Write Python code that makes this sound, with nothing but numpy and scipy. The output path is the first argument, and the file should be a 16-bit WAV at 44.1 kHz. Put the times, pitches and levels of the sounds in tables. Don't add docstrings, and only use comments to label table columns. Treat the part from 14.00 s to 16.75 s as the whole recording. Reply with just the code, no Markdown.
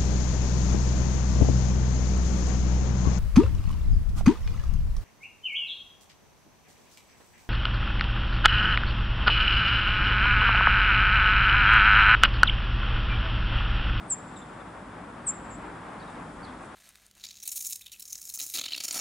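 import sys
import numpy as np
from scipy import signal
from scipy.fft import rfft, irfft
from scipy.io import wavfile

SR = 44100
rng = np.random.default_rng(int(sys.argv[2]) if len(sys.argv) > 2 else 0)


def file_out(sig):
    cols = np.atleast_2d(sig).T
    lim = np.clip(cols, -1, 1)
    pcm = np.round(lim * 32767).astype(np.int16)
    wavfile.write(sys.argv[1], SR, pcm)


N = 121275
T = np.arange(N) / SR


def amp(db):
    return 10 ** (np.asarray(db) / 20)


def unit(x):
    return x / np.sqrt(np.mean(x ** 2) + 1e-20)


def curve(points, t):
    return np.interp(t, *np.transpose(points))


def pan(db):
    return amp(np.array([[db], [-db]]) / 2)


def add(mix, start_s, sound):
    part = mix[:, max(round(start_s * SR), 0):][:, :sound.shape[-1]]
    part += sound[..., :part.shape[1]]


def wander(n, rate_hz):
    hz = np.fft.rfftfreq(N, 1 / SR)
    low_pass = np.exp(-(hz / rate_hz) ** 2)
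    return unit(irfft(rfft(rng.standard_normal(N)) * low_pass, N))[:n]


def stereo_noise(correlation):
    common, left, right = rng.standard_normal((3, N))
    return np.sqrt(correlation) * common + np.sqrt(1 - correlation) * np.array([left, right])


def wash(spectrum, correlation):
    hz, db = np.transpose(spectrum)
    colour = amp(np.interp(np.log(np.fft.rfftfreq(N, 1 / SR) + 1), np.log(hz), db))
    return unit(irfft(rfft(stereo_noise(correlation)) * colour, N))


def traffic():
    # frequency in Hz, relative spectral density in dB.
    rumble_spectrum = [(15, -45), (28, -31), (42, -4), (56, -2), (74, -10.5), (105, -8), (135, -4.5),
                       (175, -2), (230, -2), (295, -3), (390, -12), (600, -22.5), (1500, -50.5)]
    roar_spectrum = [(100, -43), (300, -3), (450, -1), (700, 1.5), (1100, 2), (1450, -1), (2000, -8.5),
                     (2700, -15.5), (3400, -22.5), (4500, -29.5), (7000, -52), (12000, -57)]
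    # time in seconds, level in dB.
    rumble_level = [(0, -46), (.45, -47.5), (1.2, -46), (1.4, -45), (1.65, -44), (1.9, -48), (2.35, -44),
                    (2.55, -47.5), (2.75, -48)]
    roar_level = [(0, -45), (.6, -45), (1.15, -44.5), (1.45, -43), (2.0, -42.5), (2.4, -43.5),
                  (2.75, -45.5)]
    # pitch and its rms waver in Hz, peak level in dB, peak time and spread in seconds.
    drones = [(105.2, 6.95, -55.5, 1.1, 2.8), (165.6, 5, -47, 2.266, 0.14),
              (179.7, 10.73, -52.5, 0.67, 0.46)]
    rumble = wash(rumble_spectrum, correlation=.99) * amp(curve(rumble_level, T))
    roar = wash(roar_spectrum, correlation=.7) * amp(curve(roar_level, T))
    flutter_db = 1.1 * wander(N, rate_hz=15)
    out = rumble + pan(db=2) * roar * amp(flutter_db)
    for hz, waver_hz, db, peak_s, spread_s in drones:
        cycles = np.cumsum(hz + waver_hz * wander(N, rate_hz=9.46)) / SR
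        swell = amp(db) * np.exp(-((T - peak_s) / spread_s) ** 2)
        out += swell * np.sin(2 * np.pi * cycles)
    return out


def hiss():
    # frequency in Hz, relative spectral density in dB.
    spectrum = [(500, -14), (3000, -7.5), (5000, 1), (6300, -2.5), (7600, 2), (9000, 1), (11000, -3.5)]
    # time in seconds, level in dB.
    level = [(0, -62), (.9, -63.5), (1.798, -62.5), (2.1, -61), (2.3, -61), (2.55, -61.5), (2.75, -61)]
    return wash(spectrum, correlation=.57) * amp(curve(level, T))


def chorus():
    # frequency in Hz, relative spectral density in dB.
    spectrum = [(2600, -53), (3150, -6), (3500, -5.5), (3900, -12), (4600, -25)]
    # time in seconds, level in dB.
    level = [(0, -65.5), (.6, -66), (1.3, -68), (2.75, -65.5)]
    return wash(spectrum, correlation=.29) * amp(curve(level, T))


def whistle(hz, waver):
    unsteady_hz = hz * (1 + waver * wander(len(hz), rate_hz=500))
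    return np.sin(2 * np.pi * np.cumsum(unsteady_hz) / SR)


def fall(t, knee_s, hz_per_s=40000, bend_s=.0034):
    return hz_per_s * bend_s * np.logaddexp(0, (knee_s - t) / bend_s)


def bunting():
    # onset and length in seconds, level in dB, upper and lower plateau pitch in Hz,
    # rasp level in dB, lead-in gain in dB.
    calls = [(.100, 0.0518, -25, 7530, 7200, -54, 2), (1.267, 0.054, -25, 7630, 7215, -66, -4)]
    # time from onset as a share of the length, gain in dB.
    envelope = [(-.42, -38), (-.16, -30), (-.04, -18), (.04, -2.5), (.46, 0.5), (.72, -3), (.87, -12),
                (1, -36)]
    lower_entry_s, lead_blend_s = .0079, .008
    sag_after_s, sag_hz_per_s = .0332, 10000
    out = np.zeros((2, N))
    for onset_s, length_s, db, upper_hz, lower_hz, rasp_db, lead_db in calls:
        t = np.arange(envelope[0][0] * length_s, length_s, 1 / SR)
        sag_hz = sag_hz_per_s * np.maximum(t - sag_after_s, 0)
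        upper = whistle(upper_hz + fall(t, knee_s=.018) - sag_hz, waver=.003)
        lower = whistle(lower_hz + fall(t, knee_s=.021), waver=.003)
        lower *= amp(-1.5) * np.clip(t / lower_entry_s, 0, 1)
        shape_db = curve(envelope, t / length_s) + lead_db * np.clip(-t / lead_blend_s, 0, 1)
        add(out, onset_s + t[0], amp(db + shape_db) * (upper + lower))
        add(out, onset_s, amp(rasp_db) * rasp())
    return out


def rasp(length_s=.013, band_hz=(4500, 8500)):
    progress = np.arange(0, length_s, 1 / SR) / length_s
    band = signal.butter(3, band_hz, "bandpass", fs=SR, output="sos")
    air = unit(signal.sosfilt(band, rng.standard_normal(N)))
    return air[:len(progress)] * np.sin(np.pi * np.sqrt(progress))


def scatter(sound, t60_s, correlation, gap_s=0, reflections_per_s=2000):
    arrivals = (rng.random(N) < reflections_per_s / SR) * (T >= gap_s)
    tail = stereo_noise(correlation) * arrivals * amp(-60 * T / t60_s)
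    return signal.fftconvolve(sound, unit(tail) / np.sqrt(N), axes=1)[:, :N]


def surroundings(call):
    # delay in seconds, gain in dB.
    echoes = [(0.0142, -14), (0.028, -25), (.066, -26), (0.16, -39)]
    near = amp(-25) * scatter(call, t60_s=.32, correlation=.68, gap_s=.018)
    far = amp(-25.3) * scatter(call, t60_s=1.35, correlation=.87, gap_s=.018)
    heard = pan(db=.9) * call + near + far
    for delay_s, db in echoes:
        add(heard, delay_s, amp(db) * call)
    return heard


def answering_bunting():
    # start and length in seconds, level in dB, upper plateau pitch and final rise in Hz,
    # fade in dB per second, left over right in dB.
    answers = [(0.355, .062, -49, 7510, 30, 170, 0), (1.491, 0.08, -50, 7400, 270, 30, 4)]
    attack_s, release_s, step_at_s, step_span_s = .016, .013, .052, .0063
    beat_hz, waver = 382, .011
    out = np.zeros((2, N))
    for start_s, length_s, db, plateau_hz, rise_hz, fade_db_per_s, side_db in answers:
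        t = np.arange(0, length_s, 1 / SR)
        step = (1 + np.tanh((t - step_at_s) / step_span_s)) / 2
        hz = plateau_hz + fall(t, knee_s=.024) + rise_hz * step
        voices = whistle(hz, waver) + amp(-7) * whistle(hz - beat_hz, waver)
        gate = np.minimum(t / attack_s, 1) ** 2 * np.minimum((length_s - t) / release_s, 1)
        fade_db = fade_db_per_s * np.maximum(t - attack_s, 0)
        add(out, start_s, pan(side_db) * amp(db - fade_db) * gate * voices)
    return out + amp(-7) * scatter(out, t60_s=.18, correlation=.93)


def far_birds():
    # start and length in seconds, first and last pitch in Hz, level in dB,
    # echo relative to the chirp in dB, waver as a share of the pitch.
    chirps = [(.356, 0.026, 4120, 3550, -52, -5, 0.027), (0.411, 0.026, 3400, 3500, -51.5, -10, .028),
              (0.599, 0.027, 3590, 3500, -58.5, -12, .01), (1.997, .016, 5100, 4400, -58, 2, .04),
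              (2.006, .04, 3900, 3850, -57.5, -2, .018), (2.062, 0.051, 3900, 3420, -64, 4, .05),
              (2.427, 0.025, 4360, 4695, -52.5, -4, 0.027), (2.443, 0.0168, 5270, 3860, -50.5, -4, .035),
              (2.462, .05, 3900, 3250, -60, 3, .045)]
    direct, scattered = np.zeros((2, 2, N))
    for start_s, length_s, first_hz, last_hz, db, echo_db, waver in chirps:
        progress = np.arange(0, length_s, 1 / SR) / length_s
        hz = last_hz + (first_hz - last_hz) * (1 - progress) ** 2
        chirp = amp(db) * np.sin(np.pi * progress) * whistle(hz, waver)
        add(direct, start_s, chirp)
        add(scattered, start_s, amp(echo_db) * chirp)
    return direct + scatter(scattered, t60_s=.4, correlation=.85)


def rustles(grain_db=2.5):
    # peak time and spread in seconds, peak level in dB.
    swells = [(2.115, .022, -63), (2.445, .018, -65), (2.625, .016, -63), (2.655, .014, -62)]
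    # frequency in Hz, relative spectral density in dB.
    spectrum = [(4000, -23), (6200, -7), (7800, 0), (9200, -2), (11000, -11)]
    envelope = sum(amp(db) * np.exp(-((T - peak_s) / spread_s) ** 2) for peak_s, spread_s, db in swells)
    grain = unit(amp(grain_db * wander(N, rate_hz=200)))
    return envelope * grain * wash(spectrum, correlation=.85)


def scene():
    birds = surroundings(bunting()) + answering_bunting() + far_birds() + chorus()
    return birds + traffic() + rustles() + hiss()


def record(dry):
    cutoff_hz = 11100
    low_pass = signal.firwin(511, cutoff_hz, window=("kaiser", 9), fs=SR)
    return signal.oaconvolve(dry, low_pass[None], "same")


dry = scene()
out = record(dry)
file_out(out)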